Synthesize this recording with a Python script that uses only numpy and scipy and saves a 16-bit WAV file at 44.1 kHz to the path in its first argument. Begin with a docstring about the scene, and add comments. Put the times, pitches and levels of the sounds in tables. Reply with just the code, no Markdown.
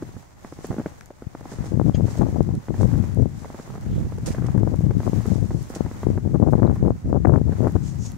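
"""Open snowfield, no echo. Someone trudges through soft snow, which gives way under the boots in short
dull slumps and hollow knocks, over a crunch and powdery hiss of tiny fractures.
Clothing swishes, ice grains tick and sizzle, the boots squeak faintly.
Loudest are the gusts: eddies buffet two microphone ports, mostly the left, as rumble, flutter and pops."""
import sys
import numpy as np
from scipy.fft import rfft, irfft, next_fast_len
from scipy.io import wavfile
from scipy.ndimage import uniform_filter1d, minimum_filter1d

SR = 44100
rng = np.random.default_rng(int(sys.argv[2]) if len(sys.argv) > 2 else 0)


def log_audio(samples):
    """Write samples as a 16-bit WAV file to the path given in sys.argv[1]."""
    # one column per channel
    frames = np.atleast_2d(samples).T
    # limit to full scale, then quantise
    limited = np.clip(frames, -1, 1)
    pcm = np.round(limited * 32767).astype(np.int16)
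    wavfile.write(sys.argv[1], SR, pcm)


N = 360297

# Levels are relative within a layer. pan_db: left minus right. port: 0 left, 1 right.
# Ice grain clicks: start_s, level_db, pan_db, pitch_hz
ICE_TICKS = [(0.669, -39, -5, 10000), (1.0095, -37.5, 2, 5040), (1.059, -41.5, 6, 7560),
             (1.408, -47, -8, 7000), (1.649, -43, -1, 7500), (2.429, -42, 0, 5960), (2.552, -41, 3, 5940),
             (2.934, -42, 7, 7500), (3.147, -45, -10, 8000), (3.811, -45, -9, 7000),
             (4.185, -46, -12, 6440), (4.5777, -43.5, -6, 6400), (4.76, -42.5, -1, 6500),
             (4.981, -45, -2, 8000), (5.266, -39.5, -7.5, 7950), (5.629, -40, -7, 9000),
             (7.677, -42.5, -4, 6500), (7.722, -41.5, 6, 8500), (8.1189, -38, -2, 6510)]
# Sprays of ice crystals: centre_s, level_db, half_length_s, pan_db
ICE_SPRAYS = [(4.297, -51, 0.024, -2), (5.705, -51, .015, -4), (6.52, -55, 0.013, 2),
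              (6.755, -59, .018, -3), (6.878, -63, .03, 1), (7.1, -67, .01, 0), (7.282, -54, .007, 1),
              (7.7, -59, .03, 2)]
# Rubbed snow, boots and cloth: centre_s, level_db, half_length_s, pitch_hz, width_hz
RUB_SQUEAKS = [(1.011, -37, 0.00082, 1590, 900), (1.948, -31, 0.0039, 590, 151),
               (1.949, -45.5, 0.0082, 3200, 280), (1.952, -51, 0.011, 4800, 1800),
               (1.958, -51, 0.013, 6650, 550), (1.957, -49, 0.012, 2200, 1200),
               (3.945, -59.5, 0.065, 3170, 1000), (4.282, -47, 0.011, 1880, 700),
               (4.317, -47, 0.011, 1950, 1000), (6.671, -55, 0.0033, 4140, 400),
               (7.88, -52.5, 0.048, 6500, 1400), (8.054, -46.5, 0.055, 6400, 1150)]
# Strokes of cloth and kicked snow: peak_s, level_db, rise_s, fall_s, pan_db
CLOTH_SWISHES = [(.52, -57.5, .06, 0.055, 0), (.65, -49.5, 0.022, 0.033, -2), (1.52, -49, 0.023, 0.051, -3),
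                 (1.66, -52, .02, 0.055, -1), (2.11, -47, 0.018, .025, 0), (2.173, -46, 0.0033, 0.0058, -4),
                 (2.185, -43, 0.0022, 0.0032, 0), (2.815, -47.5, 0.025, 0.024, -3),
                 (3.41, -56, 0.071, 0.082, 1), (3.62, -55.5, .04, 0.043, -3),
                 (4.2622, -35, 0.0015, 0.004, -5.5), (4.269, -38.5, 0.0032, 0.03, -4.5),
                 (4.321, -47.5, 0.004, 0.012, -2), (4.467, -44.5, 0.0018, 0.003, -7),
                 (5.06, -56, .03, 0.062, 0), (5.275, -52.5, 0.027, .03, 2), (5.345, -53.5, 0.027, .03, -3),
                 (5.62, -54, 0.17, 0.064, -2), (5.751, -37, 0.0011, 0.013, -2.5),
                 (7.873, -49.5, 0.044, 0.049, 1), (8.06, -45.5, 0.032, 0.025, 3)]
# Boots ploughing through powder: time_s, hiss_db
PLOUGHING = [(0.0, -60), (0.3, -65), (0.5, -60), (0.95, -61), (1.1, -66.5), (1.3, -63), (1.45, -58.5),
             (2.3, -57.5), (2.55, -60), (2.75, -57), (3.2, -60.5), (3.9, -58), (4.8, -59), (5.5, -57.5),
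             (6.25, -60.5), (7.05, -62), (8.16, -58.5)]
# Footfalls: start_s, length_s, crunch_db, hiss_db
FOOTFALLS = [(0.021, 0.17, -57, -61.5), (0.642, 0.24, -49.5, -58), (1.49, 0.17, -48, -62.5),
             (2.078, 0.12, -48, -55), (2.791, 0.26, -47, -57), (3.42, 0.44, -51, -63),
             (4.309, 0.17, -46.5, -61), (5.03, 0.24, -48.5, -54), (5.722, 0.28, -49, -57.5),
             (6.57, 0.21, -49, -67.5), (7.53, 0.18, -49.5, -59.5)]
# Crust breaking over cavities: time_s, level_db, pitch_hz, decay_ms
CRUST_KNOCKS = [(0.448, -28.5, 1250, 1.3), (0.525, -31, 900, 1.5), (0.716, -30, 710, 2.2),
                (0.767, -37, 700, 2.2), (0.785, -38, 1550, 1.5), (0.861, -39, 900, 2),
                (1.106, -27.5, 570, 3.7), (1.223, -41, 288, 3), (1.351, -28, 1010, 2),
                (1.411, -30, 580, 2.7), (3.503, -46, 700, 2), (3.546, -35, 755, 2), (4.486, -34, 616, 2.3),
                (4.91, -33, 650, 1.8), (5.033, -33, 1260, 0.86)]
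# Largest snow collapses: time_s, level_db, tone_hz
BIG_SLUMPS = [(0.025, -31, 266), (0.448, -31, 487), (0.525, -34, 360), (0.59, -37, 312),
              (0.646, -28.5, 420), (0.69, -42, 250), (0.709, -30.5, 470), (0.717, -31, 312),
              (0.729, -32, 345), (0.767, -34, 330), (0.785, -28, 285), (0.798, -29, 343),
              (0.815, -36.5, 400), (0.861, -23.5, 386), (1.106, -38.5, 320), (1.223, -34.5, 335),
              (1.351, -29.5, 474), (1.411, -37, 360), (1.456, -35, 560), (1.52, -34, 385),
              (1.642, -36, 425), (2.083, -31, 428), (2.685, -29, 446), (2.743, -31, 416), (2.94, -34, 342),
              (3.447, -32, 640), (3.503, -33, 490), (3.546, -31.5, 430), (3.591, -37.5, 560),
              (3.703, -39, 480), (3.741, -36.5, 600), (3.755, -36, 550), (3.775, -42, 540),
              (4.123, -34, 460.5), (4.184, -34, 323), (4.347, -34, 380), (4.446, -32, 307),
              (4.486, -28, 570), (4.579, -29, 440), (4.91, -28, 382), (5.004, -28, 376),
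              (5.033, -32.5, 543), (5.508, -31.5, 410), (5.703, -33.5, 330), (5.763, -30, 390),
              (5.864, -33, 440), (6.033, -27, 450), (6.178, -27, 384), (7.524, -31, 412), (7.678, -26, 540),
              (7.763, -29, 590)]
# Breeze rumble between gusts: time_s, left_db, right_db
BREEZE_LEVELS = [(0.08, -38, -40), (0.25, -56.5, -53), (0.8, -36, -38.5), (1.15, -53.5, -64),
                 (1.7, -28, -31.5), (2.52, -22.5, -29.5), (2.63, -49.5, -45), (2.8, -16.5, -26),
                 (3.27, -27, -36.5), (3.62, -45.5, -46), (3.78, -35, -32.5), (3.9, -27, -25.5),
                 (4.7, -28, -30), (5.03, -34, -31), (5.22, -22, -37), (5.52, -22.5, -34),
                 (5.7, -42.5, -36.5), (6.35, -21.5, -30), (6.92, -22.5, -28), (7.01, -43, -38),
                 (7.25, -16, -28), (7.55, -24, -30.5), (7.7, -19, -31.5), (8.16, -30, -33.5)]
# Gusts: start_s, length_s, port, rumble_db, flutter_db
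PORT_GUSTS = [(0.162, 0.018, 1, -32, -72), (1.595, 0.0086, 0, -20.5, -61), (1.722, 0.12, 0, -17.5, -37),
              (1.86, 0.039, 0, -13, -26.5), (1.977, 0.078, 0, -12.5, -37), (2.191, 0.092, 0, -19, -30.5),
              (2.332, 0.088, 0, -19.5, -30), (2.48, 0.054, 0, -19, -32.5), (2.549, 0.033, 1, -22, -52),
              (2.699, 0.015, 0, -22, -47), (2.789, 0.062, 0, -14, -33), (2.929, 0.081, 0, -11.5, -32.5),
              (3.17, 0.076, 0, -11.5, -32.5), (3.702, 0.021, 1, -27, -50), (3.865, 0.053, 0, -23, -52),
              (3.932, 0.14, 1, -21, -45), (4.261, 0.038, 1, -30, -37), (4.396, 0.11, 0, -17, -63),
              (4.548, 0.15, 0, -16.5, -34.5), (4.726, 0.04, 0, -15.5, -37.5), (4.836, 0.064, 0, -15, -36.5),
              (4.953, 0.032, 0, -16, -36.5), (5.064, 0.016, 0, -16, -25), (5.135, 0.034, 0, -17, -40.5),
              (5.281, 0.17, 0, -18, -34), (5.499, 0.035, 1, -26.5, -53), (5.54, 0.07, 0, -22, -41.5),
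              (5.805, 0.05, 0, -24, -47), (6.055, .11, 0, -18.5, -38), (6.099, 0.023, 1, -22, -41),
              (6.255, 0.18, 0, -20, -30.5), (6.412, 0.13, 0, -16.5, -29.5), (6.618, 0.092, 0, -11.5, -24.5),
              (6.8, 0.12, 1, -24.5, -40.5), (6.828, 0.058, 0, -19.5, -26), (7.045, 0.071, 1, -23, -50),
              (7.065, 0.11, 0, -18, -29.5), (7.275, 0.099, 0, -16, -25.5), (7.463, 0.027, 0, -16.5, -37),
              (7.586, 0.075, 0, -17, -25), (7.751, 0.0078, 0, -14.5, -29), (7.843, 0.15, 0, -23.5, -60)]
# Single strong eddies: time_s, level_db, port, width_ms
EDDY_POPS = [(0.704, -10, 1, 1.4), (1.27, -13, 0, 2.06), (1.775, -5, 0, 1.05), (1.798, -3, 0, 0.46),
             (1.815, -4.5, 0, 0.63), (1.897, -5, 0, 0.55), (1.947, -3, 0, 1.6), (1.999, -2.5, 0, 0.98),
             (2.008, -8, 0, 0.65), (2.044, -8, 0, .95), (2.054, -5, 0, 1.14), (2.195, -5, 0, 1.3),
             (2.268, -11.5, 0, 0.57), (2.213, -5.5, 0, 0.59), (2.218, -7, 0, 0.4), (2.36, -5, 0, 0.81),
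             (2.385, -8.5, 0, 0.99), (2.407, 1, 0, 0.67), (2.491, -11.5, 0, 0.66), (2.706, -6, 0, 0.81),
             (2.832, -7.5, 0, 0.43), (3.174, -6, 0, 0.85), (3.199, -4.5, 0, 0.91), (3.258, -7, 0, 0.74),
             (4.306, -7.5, 1, 1.3), (4.633, -5.5, 0, 0.69), (4.675, -7.5, 0, 0.49), (4.743, -13.5, 0, 0.47),
             (4.79, -2, 0, 2), (4.808, -12, 0, 0.75), (4.969, -4.5, 0, 1.5), (5.067, -13, 0, 0.39),
             (5.085, -14, 0, 1.9), (5.133, -8, 0, 0.61), (5.319, -8.5, 0, 0.71), (5.421, -9, 0, 1.8),
             (5.548, -9.5, 0, 1.45), (5.808, -2.5, 0, 0.7), (6.069, -1, 0, 0.8), (6.261, -5, 0, 1.2),
             (6.275, -7, 0, 0.93), (6.356, -12, 0, 0.58), (6.4, -3, 0, 0.8), (6.427, 1, 0, 0.65),
             (6.436, -4, 0, 0.7), (6.474, -2.5, 0, 0.61), (6.487, -7, 0, .6), (6.526, -3, 0, 0.74),
             (6.534, 5, 0, 0.44), (6.554, -1.5, 0, 0.82), (6.622, -4, 0, 0.58), (6.631, -5, 0, 0.36),
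             (6.65, -2, 0, 0.64), (6.677, -6, 0, 0.51), (6.698, -7.5, 0, 0.47), (6.711, -8.5, 0, 0.99),
             (6.828, -1, 0, 0.92), (6.851, -7, 0, .75), (6.881, -8, 0, 0.63), (6.906, -2, 0, 0.61),
             (7.129, -1.5, 0, 0.54), (7.175, -8, 0, 0.77), (7.2507, -4.5, 0, 0.36), (7.256, -5, 0, 0.3),
             (7.272, -6.5, 0, 0.42), (7.296, -3, 0, 0.49), (7.323, -6, 0, .6), (7.339, -5, 0, 0.41),
             (7.36, -6, 0, 0.34), (7.385, -16, 0, 0.43), (7.415, -2.5, 0, 1.03), (7.495, -3, 0, 1.14),
             (7.606, -3, 0, 0.79), (7.647, -11, 0, 0.42), (7.671, -2, 0, 0.47), (7.756, -6, 0, 0.63)]
# Runs of eddies at the left port: start_s, length_s, level_db, width_ms
EDDY_FLURRIES = [(1.795, .008, -14, 0.6), (1.808, .009, -14, 0.81), (2.209, .014, -7.5, .62),
                 (2.8, .06, -11.5, 0.8), (4.555, .05, -19, 0.8), (4.716, .03, -15, 0.84),
                 (4.835, .04, -14.5, 0.96), (5.306, .035, -14.5, 0.98), (6.342, .02, -14.5, 0.51),
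                 (6.418, .014, -10, 0.57), (6.477, .022, -15, .55), (6.532, .012, -8, 0.46),
                 (6.579, .024, -10.5, 0.72), (6.625, .043, -11, 0.63), (6.685, .027, -13.5, .8),
                 (6.834, .055, -14.5, 0.76), (7.146, .032, -9.5, 0.66), (7.248, .009, -6, 0.37),
                 (7.284, .026, -12.5, 0.58), (7.331, .026, -10, 0.55), (7.623, .047, -10, 0.64)]

# Ice, cloth and snow spectra: freq_hz, gain_db
SPRAY_EQ = [(2500, -18), (5000, 0), (7000, 1), (10000, -2.5), (15500, -7)]
SWISH_EQ = [(800, 4), (1900, -3), (3800, -1.5), (5200, 3), (6500, 5), (7500, 3.5), (9700, -4), (12600, -14),
            (15500, -20)]
POWDER_EQ = [(800, -28), (2000, 2), (3000, -1.5), (4200, -1.5), (5500, 0.5), (6600, 3), (7600, -0.5),
             (9500, -6.5), (12000, -8), (15500, -9.5)]
CRUNCH_EQ = [(60, 10), (200, 9.5), (400, 4.5), (800, 5), (1300, -1.5), (2000, -5), (2700, -17.5),
             (4000, -23.5), (9000, -37)]
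THUD_EQ = [(100, 12), (350, 6.5), (550, -1), (800, -1), (1300, -0.5), (2000, -7.5), (3500, -50)]
# Wind spectra at a port: freq_hz, gain_db
RUMBLE_EQ = [(15, -36), (30, -7.5), (50, -1.5), (80, -3.5), (125, -3), (175, -6.5), (240, -13), (350, -26),
             (700, -58), (1500, -96)]
BURBLE_EQ = [(80, -37), (150, -7), (220, -1), (320, -0.5), (450, -7.5), (700, -15), (1500, -80.5)]
FLUTTER_EQ = [(60, -30), (150, 10), (300, -0.5), (500, 0), (900, -7), (1500, -13), (2300, -13), (3300, -33),
              (5000, -48)]
RASP_EQ = [(300, -22), (700, 11.5), (1150, -2.5), (1700, -19.5), (2400, -37), (3500, -33), (5000, -74)]
POP_EQ = [(1800, 0.5), (2800, -5), (4000, -29)]
DRIFT_EQ = [(10, -34), (30, -4.5), (70, 0.5), (200, -45), (600, -72)]


def amp(db):
    """Decibels to gain."""
    return 10 ** (np.asarray(db) / 20)


def panned(level_db, pan_db):
    """Left and right gains, as a column."""
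    return amp([[level_db + pan_db / 2], [level_db - pan_db / 2]])


def unit(x):
    """Scale to rms 1."""
    return x / np.sqrt(np.mean(x ** 2) + 1e-20)


def steady(x, span_s):
    """Hold the running rms near 1."""
    size = int(span_s * SR / 2) + 1
    power = uniform_filter1d(uniform_filter1d(x ** 2, size), size)
    return x / np.sqrt(np.abs(power) + 1e-12)


def curves(rows):
    """Per-sample curve for each column after time_s."""
    times_s, *columns = np.transpose(rows)
    return [np.interp(np.arange(N) / SR, times_s, column) for column in columns]


def swell(start_s, length_s, rise_s, fall_s):
    """Exponential rise, hold at 1, exponential fall."""
    t = np.arange(N) / SR - start_s
    return np.exp(np.maximum(np.minimum(t, 0) / rise_s - np.maximum(t - length_s, 0) / fall_s, -20))


def filtered(x, response):
    """Apply response(hz) by FFT."""
    size = next_fast_len(N + SR // 4)
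    return irfft(rfft(x, size) * response(np.fft.rfftfreq(size, 1 / SR)), size)[..., :N]


def coloured(x, eq):
    """Apply (freq_hz, gain_db) points on a log axis."""
    freq_hz, gain_db = np.transpose(eq)
    return filtered(x, lambda hz: amp(np.interp(np.log(hz + 1), np.log(freq_hz), gain_db)))


def low_cut(x, corner_hz, damping):
    """Second-order high-pass: every push swings back."""
    return filtered(x, lambda hz: -hz ** 2 / (corner_hz ** 2 - hz ** 2 + 1j * damping * hz * corner_hz))


def waver(band_hz):
    """Slow noise, rms 1."""
    return unit(filtered(rng.standard_normal(N), lambda hz: np.exp(-(hz / band_hz) ** 2)))


def add(track, start_s, sound):
    """Mix a sound into a track in place."""
    start = max(round(start_s * SR), 0)
    part = track[..., start:start + sound.shape[-1]]
    part += sound[..., :part.shape[-1]]


def grains(rate_hz, spread_db):
    """Tiny fractures: stereo impulses of random time and size."""
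    impulses = (rng.random((2, N)) < rate_hz / SR) * rng.standard_normal((2, N))
    return unit(impulses * amp(spread_db * rng.standard_normal((2, N))))


def ticks(decay_s=0.00083):
    """Ice grains click, each around its own pitch."""
    out, t = np.zeros((2, N)), np.arange(SR // 100) / SR
    hz = np.fft.rfftfreq(len(t), 1 / SR) + 1
    for start_s, level_db, pan_db, pitch_hz in ICE_TICKS:
        band = np.exp(-np.log(hz / pitch_hz) ** 2 / 0.5)
        burst = unit(irfft(rfft(rng.standard_normal((2, len(t)))) * band, len(t)))
        add(out, start_s, panned(level_db, pan_db) * np.exp(-t / decay_s) * burst)
    return out


def sprays():
    """Kicked-up crystals patter back in a bright sizzle."""
    envelope, t = np.zeros((2, N)), np.arange(N) / SR
    for centre_s, level_db, half_length_s, pan_db in ICE_SPRAYS:
        envelope += panned(level_db, pan_db) * np.exp(-((t - centre_s) / half_length_s) ** 2)
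    return envelope * unit(coloured(grains(rate_hz=2500, spread_db=-2), SPRAY_EQ))


def squeaks():
    """Snow, boots and cloth scrape briefly in narrow bands."""
    out, t = np.zeros((2, N)), np.arange(-SR // 10, SR // 10) / SR
    hz = np.fft.rfftfreq(len(t), 1 / SR)
    for centre_s, level_db, half_length_s, pitch_hz, width_hz in RUB_SQUEAKS:
        band = np.exp(-((hz - pitch_hz) / width_hz) ** 2)
        mid, side = irfft(rfft(rng.standard_normal((2, len(t)))) * band, len(t))
        stroke = np.exp(-(t / half_length_s) ** 2)
        scrape = unit(stroke * np.array([mid + 0.38 * side, mid - 0.38 * side]))
        add(out, centre_s + t[0], amp(level_db) * scrape * np.sqrt(np.mean(stroke ** 2)))
    return out


def swishes():
    """Short bright strokes of rubbing cloth and thrown snow."""
    envelope, t = np.zeros((2, N)), np.arange(N) / SR
    for peak_s, level_db, rise_s, fall_s, pan_db in CLOTH_SWISHES:
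        stroke = np.exp(-np.abs(t - peak_s) / np.where(t < peak_s, rise_s, fall_s))
        envelope += panned(level_db, pan_db) * stroke
    return amp(2) * envelope * unit(coloured(grains(rate_hz=3200, spread_db=-0.5), SWISH_EQ))


def footwork_db(crunch_over_hiss_db=7.5):
    """Crunch and hiss levels: over the ploughing, each boot sinks in and the snow settles."""
    hiss_power = amp(curves(PLOUGHING)[0]) ** 2
    crunch_power = hiss_power * amp(crunch_over_hiss_db) ** 2
    for start_s, length_s, crunch_db, hiss_db in FOOTFALLS:
        press = swell(start_s, length_s, rise_s=0.045, fall_s=0.15)
        crunch_power += (amp(crunch_db) * press) ** 2
        hiss_power += (amp(hiss_db) * press) ** 2
    return 10 * np.log10(crunch_power), 10 * np.log10(hiss_power)


def tread():
    """Countless small fractures: low crunch and powder hiss, flickering together."""
    crunch_db, hiss_db = footwork_db()
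    flicker_db = waver(band_hz=22)
    coarse = grains(rate_hz=1000, spread_db=2) + 0.63 * rng.standard_normal((2, N))
    fine = grains(rate_hz=5000, spread_db=4) + 0.98 * rng.standard_normal((2, N))
    crunch = amp(crunch_db + flicker_db) * unit(coloured(coarse, CRUNCH_EQ))
    hiss = amp(hiss_db + flicker_db) * unit(coloured(fine, POWDER_EQ))
    return panned(3.2, pan_db=1) * crunch + panned(1.5, pan_db=-0.8) * hiss


def knocks(attack_s=0.00048):
    """Air under a breaking crust rings for a cycle or two. Mono."""
    out, t = np.zeros(N), np.arange(SR // 25) / SR
    attack = 1 - np.exp(-(t / attack_s) ** 2)
    for time_s, level_db, pitch_hz, decay_ms in CRUST_KNOCKS:
        ring = np.sin(2 * np.pi * pitch_hz * t) * np.exp(-1000 * t / decay_ms)
        add(out, time_s - attack_s, amp(level_db) * ring * attack)
    return out


def small_slumps(per_step=4, over_crunch_db=12.5, spread_db=3, tone_hz=360):
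    """Random lesser collapses under each footfall; rows as in BIG_SLUMPS."""
    rows = []
    for start_s, length_s, crunch_db, _ in FOOTFALLS:
        times_s = start_s + length_s * (np.arange(per_step) + rng.random(per_step)) / per_step
        for time_s, (size, detune) in zip(times_s, rng.standard_normal((per_step, 2))):
            level_db = crunch_db + over_crunch_db + spread_db * size
            rows.append((time_s, level_db, tone_hz * np.exp(0.22 * detune)))
    return rows


def pulse(x, width):
    """Pressure peak of an eddy or a snow slip."""
    return 1 / (1 + (x / width) ** 2) ** 1.5


def slumps():
    """Packed snow gives way: sharp pressure drop, after-slips, hollow knock and grit. Mono."""
    pressure, grit_envelope = np.zeros((2, N))
    t = np.arange(-SR // 200, SR // 25) / SR
    after_s = np.maximum(t, 0)
    grit_burst = np.exp(-np.abs(t) / np.where(t < 0, 0.0006, 0.003))
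    for time_s, level_db, tone_hz in list(BIG_SLUMPS) + small_slumps():
        delays_s = 0.00086 + 0.00629 * rng.random(3)
        sizes = 0.46 * rng.standard_normal(3)
        omega = 2 * np.pi * tone_hz
        drop = 1.16 * pulse(omega * t + 1.98, 0.32) - pulse(omega * t, 0.93)
        slips = sum(size * pulse(omega * (t - delay_s), 0.9) for delay_s, size in zip(delays_s, sizes))
        knock_hz = 1.035 * tone_hz * np.exp(rng.standard_normal() / 10)
        knock = 0.21 * np.sin(2 * np.pi * knock_hz * after_s) * np.exp(-after_s / 0.0025)
        add(pressure, time_s + t[0], amp(level_db) * (drop + slips + knock))
        add(grit_envelope, time_s + t[0], amp(level_db) * grit_burst)
    thud = coloured(low_cut(pressure, corner_hz=196, damping=0.78), THUD_EQ)
    grit = grit_envelope * unit(coloured(rng.standard_normal(N), CRUNCH_EQ))
    return amp(6.5) * thud + amp(-6.5) * grit


def airflow_db(port, breeze_flutter_db=-31.5, spill_db=-35, flutter_swing=1.72):
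    """Rumble and flutter levels: gusts ride on the breeze, the flow wavers, small eddies swing wider."""
    rumble_power = amp(curves(BREEZE_LEVELS)[port]) ** 2
    flutter_power = rumble_power * amp(breeze_flutter_db) ** 2
    for start_s, length_s, struck_port, rumble_db, flutter_db in PORT_GUSTS:
        share = 1 if struck_port == port else amp(spill_db)
        gust = share * swell(start_s, length_s, rise_s=0.011, fall_s=0.02)
        rumble_power += (amp(rumble_db) * gust) ** 2
        flutter_power += (amp(flutter_db) * gust ** flutter_swing) ** 2
    unrest_db = 2 * waver(band_hz=18)
    return (10 * np.log10(rumble_power) + unrest_db,
            10 * np.log10(flutter_power) + flutter_swing * unrest_db)


def eddies(rate_hz=480, width_ms=0.73, width_spread=0.8, spread_db=9.5, suction=0.36):
    """Irregular stream of eddies; most push on the port, some suck."""
    count = int(rate_hz * N / SR)
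    jitter, stretch, size, polarity = rng.standard_normal((count, 4)).T
    offsets = np.arange(-400, 401)
    samples = ((np.arange(count) + jitter) * SR / rate_hz).astype(int)[:, None] + offsets
    widths_s = width_ms / 1000 * np.exp(width_spread * np.tanh(stretch))
    shapes = pulse(offsets / SR, widths_s[:, None])
    gains = amp(spread_db * np.tanh(size)) * np.tanh(2 * (polarity + 1 - suction))
    pulses = (shapes - shapes[:, :1]) * gains[:, None]
    stream = np.bincount((samples % N).ravel(), pulses.ravel(), N)
    return stream - stream.mean()


def turbulence(port):
    """Large eddies rumble, medium ones burble, small ones flutter; the hardest gusts break into a rasp."""
    rumble_db, flutter_db = airflow_db(port)
    burble_db = (rumble_db + flutter_db) / 2 - 1.5
    rasp_db = 1.32 * flutter_db - 2
    rumble_trim_db, flutter_trim_db = (-1, 0) if port == 0 else (-2, 6)
    stream = low_cut(eddies(), corner_hz=88, damping=0.99)
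    small_eddies = low_cut(stream, corner_hz=318, damping=0.98)
    clumps = np.tanh(waver(band_hz=40))
    rumble = steady(coloured(stream, RUMBLE_EQ), span_s=0.076)
    burble = steady(coloured(amp(3.8 * clumps) * stream, BURBLE_EQ), span_s=0.13)
    flutter = steady(coloured(amp(8.5 * clumps) * small_eddies, FLUTTER_EQ), span_s=0.18)
    rasp = unit(amp(24 * clumps) * coloured(grains(rate_hz=540, spread_db=-2)[0], RASP_EQ))
    return (amp(rumble_db + rumble_trim_db) * rumble + amp(burble_db) * burble
            + amp(flutter_db + flutter_trim_db) * flutter + amp(rasp_db) * rasp)


def flurries(spacing_widths=5.5, spread_db=2.5, width_spread=0.13, suction=0.7):
    """Quick uneven runs of eddies, pushing and sucking by turns. Rows: time_s, gain, port, width_ms."""
    rows = []
    for start_s, length_s, level_db, width_ms in EDDY_FLURRIES:
        jitter, size, stretch = rng.uniform(-1, 1, (3, 32))
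        delays_s = (np.arange(len(jitter)) + 0.5 + 0.5 * jitter) * spacing_widths * width_ms / 1000
        for k in np.flatnonzero(delays_s < length_s):
            gain = amp(level_db + spread_db * size[k]) * (-suction if k % 2 else 1)
            rows.append((start_s + delays_s[k], gain, 0, width_ms * np.exp(width_spread * stretch[k])))
    return rows


def pops():
    """Strong eddies hit a port, singly or in flurries; the small opening dulls them."""
    out, t = np.zeros((2, N)), np.arange(-SR // 50, SR // 50) / SR
    singles = [(time_s, amp(level_db), port, width_ms) for time_s, level_db, port, width_ms in EDDY_POPS]
    for time_s, gain, port, width_ms in singles + flurries():
        shape = pulse(t, width_ms / 1000)
        add(out[int(port)], time_s + t[0], gain * (shape - shape[0]))
    return coloured(low_cut(out, corner_hz=98, damping=1), POP_EQ)


def wind():
    """Each port has its own pops and turbulence, over a faint constant stir of air."""
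    buffeting = amp(2.5) * pops() + np.array([turbulence(port=0), turbulence(port=1)])
    drift = unit(coloured(rng.standard_normal((2, N)), DRIFT_EQ))
    return buffeting + amp(-56.5) * drift


def scene():
    """Wind on the ports over the sounds of walking."""
    return wind() + slumps() + knocks() + tread() + swishes() + sprays() + ticks() + squeaks()


def record(dry):
    """Fast peak limiter, then a brick-wall low-pass."""
    ceiling, top_hz = 0.93, 15750
    needed_gain = np.minimum(1, ceiling / (np.abs(dry) + 1e-9))
    held_gain = minimum_filter1d(needed_gain, size=241)
    gain = uniform_filter1d(uniform_filter1d(held_gain, size=121), size=121)
    return filtered(dry * gain, lambda hz: hz < top_hz)


dry = scene()
out = record(dry)
log_audio(out)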